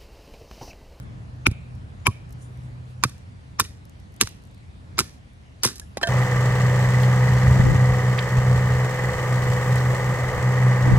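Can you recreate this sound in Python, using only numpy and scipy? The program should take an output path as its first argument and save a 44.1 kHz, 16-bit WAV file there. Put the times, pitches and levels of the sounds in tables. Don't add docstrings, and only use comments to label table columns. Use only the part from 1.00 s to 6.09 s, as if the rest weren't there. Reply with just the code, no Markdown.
import sys
import numpy as np
from scipy import signal
from scipy.fft import rfft, irfft, next_fast_len
from scipy.io import wavfile
from scipy.ndimage import uniform_filter1d, map_coordinates

SR = 44100
rng = np.random.default_rng(int(sys.argv[2]) if len(sys.argv) > 2 else 0)


def attenuation_scalar(level_db):
    decades = np.asarray(level_db, float) / 20
    return 10 ** decades


def waveform_to_disk(signal):
    frames = np.transpose(np.atleast_2d(signal))
    scaled = np.clip(frames, -1, 1) * 32767
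    samples = np.round(scaled).astype(np.int16)
    wavfile.write(sys.argv[1], SR, samples)


N = 224369


def along(points, hz):
    f, v = np.transpose(points)
    return np.interp(np.log(hz + 1), np.log(f + 1), v)


def unit(x):
    return x / np.sqrt(np.mean(x ** 2) + 1e-20)


def curves(rows):
    s, *cols = np.transpose(rows)
    return [np.interp(np.arange(N) / SR, s, c) for c in cols]


def add(track, s, sound):
    part = track[..., round(s * SR):][..., :sound.shape[-1]]
    part += sound[..., :part.shape[-1]]


def ring(hz, t60, rise_s):
    t = np.arange(SR // 5) / SR
    return np.sin(2 * np.pi * hz * t) * attenuation_scalar(-60 * t / t60) * (1 - np.exp(-t / rise_s))


def coloured(x, gain):
    n = x.shape[-1]
    return irfft(rfft(x) * gain(np.fft.rfftfreq(n, 1 / SR)), n)


def rush(spectrum, patchy_db):
    # frequency in Hz, likeness of left and right from -1 to 1.
    likeness = [(60, 0.98), (130, 0.81), (290, 0.16), (640, -0.059), (1400, -0.6), (3100, 0.02),
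                (15000, 0.83)]
    z = signal.stft(rng.standard_normal((2, N + 1023)), nperseg=512)[2]
    field = uniform_filter1d(rng.standard_normal(z.shape[1:]), 6, 0)
    field = uniform_filter1d(field, 14, 1)
    pair = signal.istft(z * attenuation_scalar(patchy_db * unit(field)), nperseg=512)[1][:, :next_fast_len(N)]

    def gain(hz):
        turn = np.arccos(np.clip(along(likeness, hz), -1, 1)) / 2
        return attenuation_scalar(along(spectrum, hz)) * [np.cos(turn), np.sin(turn)]

    mid, side = coloured(pair, gain)[:, :N]
    return unit(np.array([mid + side, mid - side]))


def traffic():
    # time in seconds, rumble level in dB.
    passing = [(0, -37.5), (.4, -40), (1.0, -40), (1.7, -40), (2.3, -43.5), (2.9, -43.5), (3.3, -42.5),
               (3.7, -44.5), (4.0, -40), (4.3, -46), (5.09, -42.5)]
    # frequency in Hz, density in dB per Hz.
    rumble = [(13, -68), (22, -31.5), (43, -10), (86, -5), (134, -14), (156, -13), (266, -25.5),
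              (300, -25.5), (390, -62.5), (660, -120)]
    road = [(110, -37), (180, -4.5), (267, -8), (333, -9.5), (450, -12), (500, -11.5), (1800, -19.5),
            (2340, -59), (3960, -120)]
    air = [(700, -41.5), (1200, -41), (1900, 6.5), (2500, 3), (4300, -2), (6250, -7.5), (10000, -12),
           (12000, -21.5), (12900, -59)]
    traffic_db, = curves(passing)
    swing_db = traffic_db - traffic_db.mean()
    out = attenuation_scalar(traffic_db) * rush(rumble, patchy_db=1.0)
    out += attenuation_scalar(-54.0 + 0.94 * swing_db) * rush(road, patchy_db=0.44)
    out += attenuation_scalar(-61.5 + 0.25 * swing_db) * rush(air, patchy_db=1.7)
    return out


def far_engine():
    # time in seconds, level in dB.
    hum = [(0, -41), (.1, -47.5), (.2, -43), (.45, -40), (.6, -46), (.76, -36.5), (.84, -48.5), (1.2, -46),
           (1.31, -42), (1.64, -38), (2.03, -41), (2.15, -52.5), (2.55, -46), (2.65, -56.5)]
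    t = np.arange(N) / SR
    wander_hz = 1.0 * map_coordinates(rng.standard_normal(48), [8 * t])
    phase = 2 * np.pi * np.cumsum(124.0 + wander_hz) / SR
    return np.sqrt(2) * attenuation_scalar(curves(hum)[0]) * np.sin(phase)


def rustle():
    # peak in seconds, level in dB, swell in dB/s, fade in dB/s.
    strokes = [
        (.03, -65, 300, 700),
        (1.426, -56.5, 400, 321.5),
        (1.64, -67, 94, 150),
        (1.91, -68, 250, 256.5),
        (4.816, -56.5, 600, 164),
    ]
    t = np.arange(N) / SR
    strength = sum(attenuation_scalar(db - np.maximum(swell * (s - t), fade * (t - s))) for s, db, swell, fade in strokes)
    brush = [(3000, -31.5), (6000, -9), (9500, -6.5), (11500, -10), (13000, -49)]  # Hz, dB per Hz
    return strength * rush(brush, patchy_db=4.0)


def snaps(rows, grain_db, apart):
    # frequency in Hz, level in dB.
    splinter = [(150, -24.5), (400, -5.5), (650, -19), (1000, -8.5), (2500, -6.5), (5000, 4.5),
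                (9500, -3.5), (12000, -2.5), (13500, -5.5), (15400, -13.5), (16300, -50)]
    # frequency in Hz, width in Hz, height in dB.
    cleft = [(1150, 400, -2.5), (1870, 100, 12.5), (3700, 500, 1), (5800, 750, 4), (9250, 340, 4.5),
             (10000, 1330, 2)]
    out, t = np.zeros((2, N)), np.arange(8192) / SR
    for s, db, t60, tilt_db in rows:
        common, *own = rng.standard_normal((3, len(t)))
        clumps = unit(uniform_filter1d(rng.standard_normal(len(t)), size=24))
        clicks = (common + apart * np.array(own)) * attenuation_scalar(grain_db * clumps)
        shift = attenuation_scalar(.4 * rng.standard_normal(len(cleft)))

        def tone(hz):
            peaks = sum(d / (1 + ((hz - c * k) / w) ** 2) for (c, w, d), k in zip(cleft, shift))
            return attenuation_scalar(along(splinter, hz) + peaks + tilt_db * np.log2((hz + 99) / 8000))

        envelope = attenuation_scalar(-60 * t / t60) * (1 - np.exp(-t / 0.00028))
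        add(out, s, attenuation_scalar(db - 1.5) * unit(coloured(clicks, tone)) * envelope)
    return out


def leaf_ticks():
    # start in seconds, level in dB.
    ticks = [(.362, -62), (.752, -53.5), (1.293, -51), (1.306, -45), (1.3242, -42.5), (1.328, -43.5),
             (1.528, -58.5), (1.573, -54), (2.18, -47.5), (2.2194, -56), (2.853, -45.5), (2.8958, -47),
             (3, -53.5), (3.122, -52), (3.141, -47), (3.163, -44), (3.29, -40), (3.422, -53),
             (3.437, -48.5), (3.452, -49), (3.472, -50), (3.512, -54.5), (3.546, -50.5), (3.579, -52),
             (4.333, -57)]
    return snaps([(s, db, .012, 6.5) for s, db in ticks], grain_db=3.0, apart=1.0)


def tears():
    # start in seconds, level in dB, gap in seconds, loss in dB a snap, tilt in dB per octave.
    runs = [
        (0.4667, -12, .004, 9, 1.5),
        (1.068, -11.5, 0.0029, 9, 4.5),
        (2.037, -5.5, 0.0038, 8.5, -1.1),
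        (2.603, -6, .006, 9, -1.5),
        (3.2117, -2.5, .0042, 6, 0.3),
        (3.9899, -3.5, 0.0071, 6, 1),
        (4.6505, -6, .012, 7, 1.5),
    ]
    rows = [(s + k * gap, db - k * loss_db, 0.015 * 1.3 ** k, tilt_db - k * 2.53)
            for s, db, gap, loss_db, tilt_db in runs for k in range(4)]
    return snaps(rows, grain_db=4, apart=.3)


def knock(log_hz, blade_hz, blade_db, t60):
    blade = ring(blade_hz, t60, 0.0001) + 0.28 * ring(1.3 * blade_hz, 0.61 * t60, 0.000067)
    log = ring(log_hz, t60, 0.00041)
    log += 0.5 * ring(1.25 * log_hz, 0.88 * t60, 0.00038)
    log += 1.1 * ring(1.6 * log_hz, 0.68 * t60, .0003)
    return attenuation_scalar(7.5) * (log + attenuation_scalar(blade_db) * blade)


def blows():
    # start in seconds, level in dB, log mode in Hz, blade in dB against log, t60 in seconds.
    strikes = [
        (0.467, -13, 1497, 8.5, 0.0076),
        (1.0681, -11.5, 1068, 3, 0.012),
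        (2.0371, -11.5, 1150, -4, 0.015),
        (2.598, -13, 1105, -10.5, 0.016),
        (3.2114, -15, 1265, -7, 0.0099),
        (3.9889, -16.5, 1344, -8.5, .017),
        (4.648, -16, 1088, -13, .009),
    ]
    out = np.zeros(N)
    for s, db, log_hz, blade_db, t60 in strikes:
        add(out, s, attenuation_scalar(db) * knock(log_hz, 2340, blade_db, t60))
    return out


def rings():
    # start in seconds, level in dB, frequency in Hz, t60 in seconds.
    modes = [(.4675, -14.5, 810, .012), (2.0373, -12, 1508, .012), (3.2121, -12, 3004, .014),
             (1.0691, -5, 3070, 0.011), (1.0741, -16.5, 759, .012), (4.757, -42, 4730, .03),
             (1.073, -20, 997, 0.058), (1.073, -19.5, 1109, 0.058), (2.6016, -7, 3700, 0.0097),
             (3.213, -8, 3990, 0.013), (3.99, -17, 2840, .014), (4.6535, -7.5, 5600, 0.028),
             (4.816, -42, 1680, 0.058), (4.975, -32.5, 804, 0.11), (4.975, -45.5, 1097, .16),
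             (5.074, -32, 600, .087), (5.074, -31, 1445, .07), (5.034, -23, 1565, 0.17)]
    out = np.zeros(N)
    for s, db, hz, t60 in modes:
        add(out, s, attenuation_scalar(db) * ring(hz, t60, 0.00099))
    return out


def pushes(rows):
    out = np.zeros(N)
    for s, db, hz, t60 in rows:
        add(out, s, attenuation_scalar(db + 3.5) * ring(hz, t60, 0.00081))
    return out


def thumps():
    # start in seconds, deep level in dB, deep frequency in Hz (minus for a rarefaction first),
    # deep delay in seconds, quick level in dB against deep.
    drives = [
        (.4703, -11, 93, .012, -12),
        (1.0754, -11, -105, 0.0067, -9.5),
        (2.045, -17.5, -125, .0091, -18),
        (2.599, -22, 95, .012, -8.5),
        (3.213, -25, 82, .012, 0),
        (3.992, -24.5, 132, 0.0107, -1.5),
        (4.651, -21.5, 123, 0.0083, -3),
        (5.031, -40, 111, 0.0041, 0),
    ]
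    # frequency in Hz, level in dB, t60 in seconds, share of the deep delay.
    quick_modes = [(367, -0.5, 0.045, 0), (228.9, -2.2, 0.07, .45)]
    deep = [(s + lag, db, hz, .062) for s, db, hz, lag, _ in drives]
    quick = [(s + share * lag, db + over_db + level, hz, t60)
             for s, db, _, lag, over_db in drives for hz, level, t60, share in quick_modes]
    return pushes(deep + quick)


def jolts():
    # start in seconds, level in dB, frequency in Hz (minus for a rarefaction first), t60 in seconds.
    shoves = [
        (0.4707, -3, -190, 0.0088),
        (0.515, -15, -100, 0.029),
        (2.0516, -13.5, 233, 0.019),
        (3.239, -19.5, -87.5, 0.04),
        (4.635, -27, 426, 0.031),
        (4.652, -22, 519.5, 0.023),
        (4.9709, -12.5, -570, 0.01),
        (4.972, -36, 212, .08),
    ]
    return pushes(shoves)


def fibres():
    # start in seconds, level in dB, t60 in seconds, tilt in dB per octave.
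    breaks = [(.512, -37, 0.03, -2.5), (2.094, -43, 0.035, 0), (2.64, -37, 0.11, -4),
              (3.208, -13, 0.0074, -4), (3.2336, -22.5, 0.021, -4.5), (2.5976, -3.5, .011, 7),
              (3.27, -33.5, 0.031, -3.2), (3.2725, -21, 0.013, -6), (3.982, -21.5, .04, -2.5),
              (3.9859, -14, 0.014, -7), (4.6331, -14.5, 0.18, -3.1), (4.6457, -13.5, .03, -2.5),
              (4.638, -21, .03, 10), (4.655, -18, 0.026, -8), (4.703, -36, 0.16, -11.5),
              (4.756, -37, 0.066, 1.5), (4.781, -38, 0.03, 0.5), (4.797, -23, 0.019, -2),
              (4.9706, -25.5, 0.041, -5), (5.013, -35, 0.3, -6.5), (5.021, -30, 0.035, -9.5),
              (5.03, -20, 0.031, -5.8), (5.071, -20.5, 0.017, -5), (5.0755, -28, 0.044, -7)]
    return snaps(breaks, grain_db=4, apart=.3)


def crumbs():
    # start in seconds, level in dB.
    trickles = [
        (1.075, -49.5),
        (2.045, -43),
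        (2.61, -40.5),
        (3.22, -39.5),
        (4.0, -38),
        (4.662, -36.5),
    ]
    return snaps([(s, db, 0.39, -2.8) for s, db in trickles], grain_db=3.0, apart=0.89)


def taps():
    # start in seconds, level in dB, frequency in Hz, t60 in seconds.
    touches = [
        (3.212, -19, 1720, 0.022),
        (2.048, -37.5, 1293, 0.04),
        (2.6026, -14.5, 1500, 0.0082),
        (2.65, -44, 1880, 0.031),
        (3.2176, -30.5, 1600, 0.006),
        (3.2725, -36, 1800, 0.0085),
        (3.981, -26, 1000, 0.0096),
        (4.9713, -37.5, 1987, 0.037),
        (5.0147, -31, 840, 0.016),
    ]
    out = np.zeros(N)
    for s, db, hz, t60 in touches:
        add(out, s, attenuation_scalar(db) * knock(hz, 2 * hz, -4, t60))
    return out


def fall():
    # landing in seconds, level in dB.
    bounces = [
        (5.0305, -13),
        (5.0327, -18.5),
        (5.0346, -20),
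        (5.0716, -21),
        (5.076, -30),
    ]
    # frequency in Hz, level in dB, t60 in seconds.
    stick = [(610, -10.5, 0.16), (676, -8, 0.3), (970, -18, 0.061), (1595, -10, 0.26), (1776, -7.5, 0.096),
             (2078, -23, 0.037), (2600, -9.5, 0.025), (3142, -2.5, 0.0304), (4170, -7, 0.028)]
    out = np.zeros(N)
    for s, db in bounces:
        for hz, level, t60 in stick:
            add(out, s, attenuation_scalar(db + level + rng.normal(0, 1.2)) * ring(hz, t60, 0.00124))
    return out


def ground(x, share, delay_s):
    return coloured(x, lambda hz: 1 + share * np.exp(-2j * np.pi * hz * delay_s) / (1 + (hz / 3000) ** 2))


def yard(x, delay_s):
    # frequency in Hz, t60 in seconds.
    decay = [(150, .2), (800, 0.11), (1800, .36), (2500, 0.61), (3200, 0.37), (5000, 0.16), (10000, .18)]
    # frequency in Hz, level in dB.
    walls = [(300, -30), (1000, -35), (2400, -39), (4000, -30), (6000, -30), (10000, -26), (12500, -29),
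             (14000, -50)]
    out, step = np.zeros((2, N)), SR // 5
    for at in range(0, N, step):
        hz, t, z = signal.stft(rng.standard_normal((2, SR // 2)), SR, nperseg=256)
        swell = 0.25 + np.clip(t / delay_s, 0, 1) ** 4
        z = z * swell * attenuation_scalar(-60 * t / along(decay, hz)[:, None])
        tail = signal.istft(z, SR, nperseg=256)[1]
        add(out, at / SR, signal.fftconvolve(x[None, at:at + step], tail / np.linalg.norm(tail[0]), axes=1))
    left, right = out
    echo = np.array([left + 0.24 * right, right + 0.33 * left])
    return coloured(echo, lambda hz: attenuation_scalar(along(walls, hz)))


def ports(pair):
    # frequency in Hz, phase of left against right in radians.
    lead = [(60, 0), (200, 0.16), (430, 1), (690, -0.53), (1400, -0.9), (2330, -1.4), (3400, -2),
            (5700, -3), (6700, -2), (8200, -1.1), (11100, 0.94), (13300, 2.5), (16400, 4.5)]
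    turned = coloured(pair, lambda hz: np.exp(.5j * along(lead, hz) * [[1], [-1]]))
    return turned * attenuation_scalar([[-.8], [.8]])


def smear(x):
    # attack in seconds, length in seconds, left level in dB, right level in dB.
    hazes = [
        (0.4668, 0.015, -5, -12),
        (1.07, .022, 0, -11.5),
        (2.033, 0.011, -29, -20),
        (2.5969, 0.015, -12.5, -16.5),
        (3.208, .012, -20, -28),
        (3.98, 0.013, -11.5, -16),
        (4.6306, .014, -20.5, -28),
        (5.038, 0.018, -2, 1.5),
    ]
    out = x.copy()
    for s, length, left_db, right_db in hazes:
        swell = np.sin(np.linspace(0, np.pi / 2, round(length * SR))) ** 3
        attack = coloured(x[:, round(s * SR):][:, :256], lambda hz: (hz > 600) * (hz < 6800))
        haze = signal.fftconvolve(attack, rng.standard_normal((2, 2048)), "valid", axes=1)[:, :len(swell)]
        add(out, s - length, attenuation_scalar([[left_db], [right_db]]) * haze * swell / 16)
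    return out


def treble_gate(x, edge_hz, open_db):
    hz, _, z = signal.stft(x, SR, nperseg=512)
    top = hz > edge_hz
    loud = np.sqrt(np.mean(np.abs(z[:, top]) ** 2, axis=(0, 1))) > attenuation_scalar(open_db)
    z[:, top] *= loud
    return signal.istft(z, SR, nperseg=512)[1][:, :N]


def scene():
    around = traffic() + far_engine() + rustle() + leaf_ticks()
    wood = tears() + blows() + rings() + fibres() + taps()
    struck = ground(wood, share=.6, delay_s=.00078)
    near = struck + fall() * attenuation_scalar([[-1.5], [1.5]])
    echo = yard(near[0], delay_s=.045)
    return ports(near + thumps() + jolts() + echo + crumbs()) + around


def roll_off(x):
    return signal.sosfilt(signal.butter(12, 16820, fs=SR, output="sos"), x)


def record(dry):
    x = signal.sosfilt(signal.butter(2, 48, "high", fs=SR, output="sos"), dry)
    x = x / (1 + np.abs(x / .98) ** 6) ** (1 / 6)
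    x = treble_gate(smear(x), edge_hz=12900, open_db=-89)
    return roll_off(x)


dry = scene()
out = record(dry)
waveform_to_disk(out)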